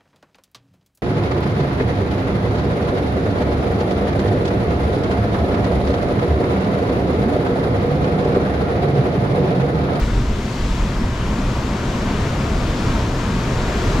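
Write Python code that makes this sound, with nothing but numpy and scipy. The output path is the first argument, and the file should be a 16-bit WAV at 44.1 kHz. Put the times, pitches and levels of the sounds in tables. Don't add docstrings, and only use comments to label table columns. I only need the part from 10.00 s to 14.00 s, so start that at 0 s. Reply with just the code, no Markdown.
import sys
import numpy as np
from scipy import signal
from scipy.fft import rfft, irfft
from scipy.io import wavfile
from scipy.ndimage import uniform_filter1d

SR = 44100
rng = np.random.default_rng(int(sys.argv[2]) if len(sys.argv) > 2 else 0)


def transcribe(signal):
    frames = np.atleast_2d(signal).T
    limited = np.clip(frames, -1, 1)
    pcm = np.round(limited * 32767).astype(np.int16)
    wavfile.write(sys.argv[1], SR, pcm)


N = 176400

# t/s, roar level/dB, rush level/dB, foam level/dB
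WAVE = [(0, -30, -33.5, -38), (0.28, -31.3, -36, -40), (0.5, -31.5, -36, -37.5), (0.7, -32.5, -35, -37),
        (1.12, -31.5, -34, -39.5), (1.4, -30, -33.5, -38), (1.8, -29.2, -33, -37.7),
        (2.15, -27.5, -31.5, -37), (2.5, -28.5, -32, -37), (2.75, -28, -33, -36.5),
        (2.85, -28, -30.5, -35.3), (2.96, -27.5, -30, -36), (3.1, -28, -33.2, -37), (3.42, -30, -31, -36.5),
        (3.57, -26.5, -32, -36.1), (3.72, -27.5, -29.5, -35.4), (3.87, -26, -30.3, -34.1),
        (4, -26, -30, -34.8)]


def boom():
    lumps = [(0, -17), (0.08, -20), (0.15, -18), (0.3, -18.5), (0.41, -24.5), (0.57, -26), (0.64, -18),
             (0.77, -24), (0.85, -21.5), (0.95, -27), (1.03, -20.5), (1.25, -25), (1.6, -24), (2.03, -25.5),
             (2.16, -20), (2.35, -25), (2.55, -22.5), (2.8, -25), (2.89, -19), (3.0, -24), (3.6, -27),
             (3.92, -21.5)]
    spectrum = [(8, -16), (22, -5), (31, -1), (39, 1.5), (50, -1.5), (70, -5), (88, -15)]
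    return amp(0.5) * envelope(lumps) * wash(spectrum)


def roar():
    spectrum = [(230, -19), (285, 1.5), (400, -0.5), (490, -3.5), (700, -5.5), (850, -10), (1100, -25)]
    return amp(0.56) * envelope(WAVE, column=1) * churn(wash(spectrum), depth_db=0.52)


def rush():
    spectrum = [(840, -15), (900, 0), (1200, -2.5), (1600, -6), (2100, -10.5), (3200, -22)]
    return amp(0.06) * envelope(WAVE, column=2) * wash(spectrum)


def foam():
    spectrum = [(1400, -8.5), (2200, 1), (3200, 0), (5000, -4), (7300, -8.5), (7900, -12), (8200, -15),
                (11000, -23), (11600, -24), (12100, -20.5), (13300, -32), (15000, -37)]
    return amp(0.04) * envelope(WAVE, column=3) * churn(wash(spectrum), depth_db=0.6)


def cave_drone():
    modes = [(105, 19, 2), (128.3, 18, 3.2), (156.7, 8.5, 4), (184, 13, 2), (214.7, 35, 3)]
    low_swell = [(0, -23.5), (0.3, -27.5), (0.85, -29.5), (1.05, -24.5), (1.3, -27.5), (1.5, -25.5),
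                 (1.9, -26.5), (2.35, -24), (2.6, -27), (2.82, -27.5), (2.9, -22.5), (3.02, -26),
                 (3.4, -26), (3.55, -23), (3.67, -29), (3.93, -22)]
    low_spectrum = [(70, -8.5), (82, 1.5), (100, -0.5), (135, 0), (152, -4)]
    upper_swell = [(0, -27.5), (0.4, -28.5), (0.9, -27), (1.22, -29), (1.38, -25), (1.5, -27.5),
                   (1.9, -26.5), (2.14, -23.5), (2.52, -28), (2.9, -23), (3.2, -28), (3.33, -23.5),
                   (3.65, -30), (3.93, -24.5)]
    upper_spectrum = [(150, -6.5), (165, -1), (200, -1), (262, -1), (290, -12.5)]
    cave = list(modes) + [(145, 8.4, -6)]
    low = amp(0.65) * envelope(low_swell) * wash(low_spectrum, cave)
    upper = amp(0.23) * envelope(upper_swell) * wash(upper_spectrum, cave)
    return low + upper


def wash(spectrum, resonances=(), skirt_db_per_octave=48):
    coherence = [(60, .9994), (130, .9992), (230, .995), (450, .95), (850, .75), (1500, .65), (2200, .64),
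                 (3400, .5), (5500, .63), (7500, .46), (8800, .24), (10200, .4), (12000, .05)]
    balance = [(100, 0.085), (230, 0.34), (550, 2.8), (1300, 4.2), (3300, 4.1), (5200, 2.6), (7500, 5.4),
               (10700, 4.6), (12000, 13.5), (15000, 6.8)]
    left_lead = [(100, 0), (400, 0.13), (1000, -0.2), (2400, -0.72), (3100, -0.4), (4500, 0.21),
                 (7600, 0.43), (10000, 0)]
    hz = np.fft.rfftfreq(N, 1 / SR)
    left, unrelated = rfft(rng.standard_normal((2, N)))
    alike = np.clip(at_hz(coherence, hz), 0, 1)
    right = (alike * left + np.sqrt(1 - alike ** 2) * unrelated) * np.exp(-1j * at_hz(left_lead, hz))
    side_db = at_hz(balance, hz) / 2
    channels = np.array([left * amp(side_db), right * amp(-side_db)])
    octaves_outside = abs(np.log2((hz + 1) / np.clip(hz + 1, spectrum[0][0], spectrum[-1][0])))
    colour_db = at_hz(spectrum, hz) - skirt_db_per_octave * octaves_outside
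    resonance_db = sum(db / (1 + (2 * (hz - f) / width) ** 2) for f, width, db in resonances)
    pair = irfft(channels * amp(colour_db + resonance_db), N)
    return pair / np.std(pair.mean(0))


def churn(sound, depth_db, patch_s=0.085, patch_hz=500):
    frame, hop = 512, 128
    spectra = signal.stft(sound, nperseg=frame, noverlap=frame - hop)[2]
    patches = rng.standard_normal(spectra.shape[:0:-1]).T
    patches = uniform_filter1d(patches, round(patch_s * SR / hop), axis=1)
    patches = uniform_filter1d(patches, round(patch_hz * frame / SR), axis=0)
    patches /= np.sqrt(np.mean(patches ** 2))
    return signal.istft(spectra * amp(depth_db * patches), nperseg=frame, noverlap=frame - hop)[1][:, :N]


def envelope(table, column=1):
    rows = np.array(table)
    return amp(np.interp(np.arange(N) / SR, rows[:, 0], rows[:, column]))


def at_hz(table, hz):
    f, value = np.transpose(table)
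    return np.interp(np.log(hz + 1), np.log(f + 1), value)


def amp(db):
    return 10 ** (np.asarray(db) / 20)


def scene():
    return boom() + cave_drone() + roar() + rush() + foam()


def record(dry, edge_hz=15300):
    lowpass = signal.firwin(511, edge_hz, window=("kaiser", 9), fs=SR)
    return signal.oaconvolve(dry, lowpass[None], "same")


dry = scene()
out = record(dry)
transcribe(out)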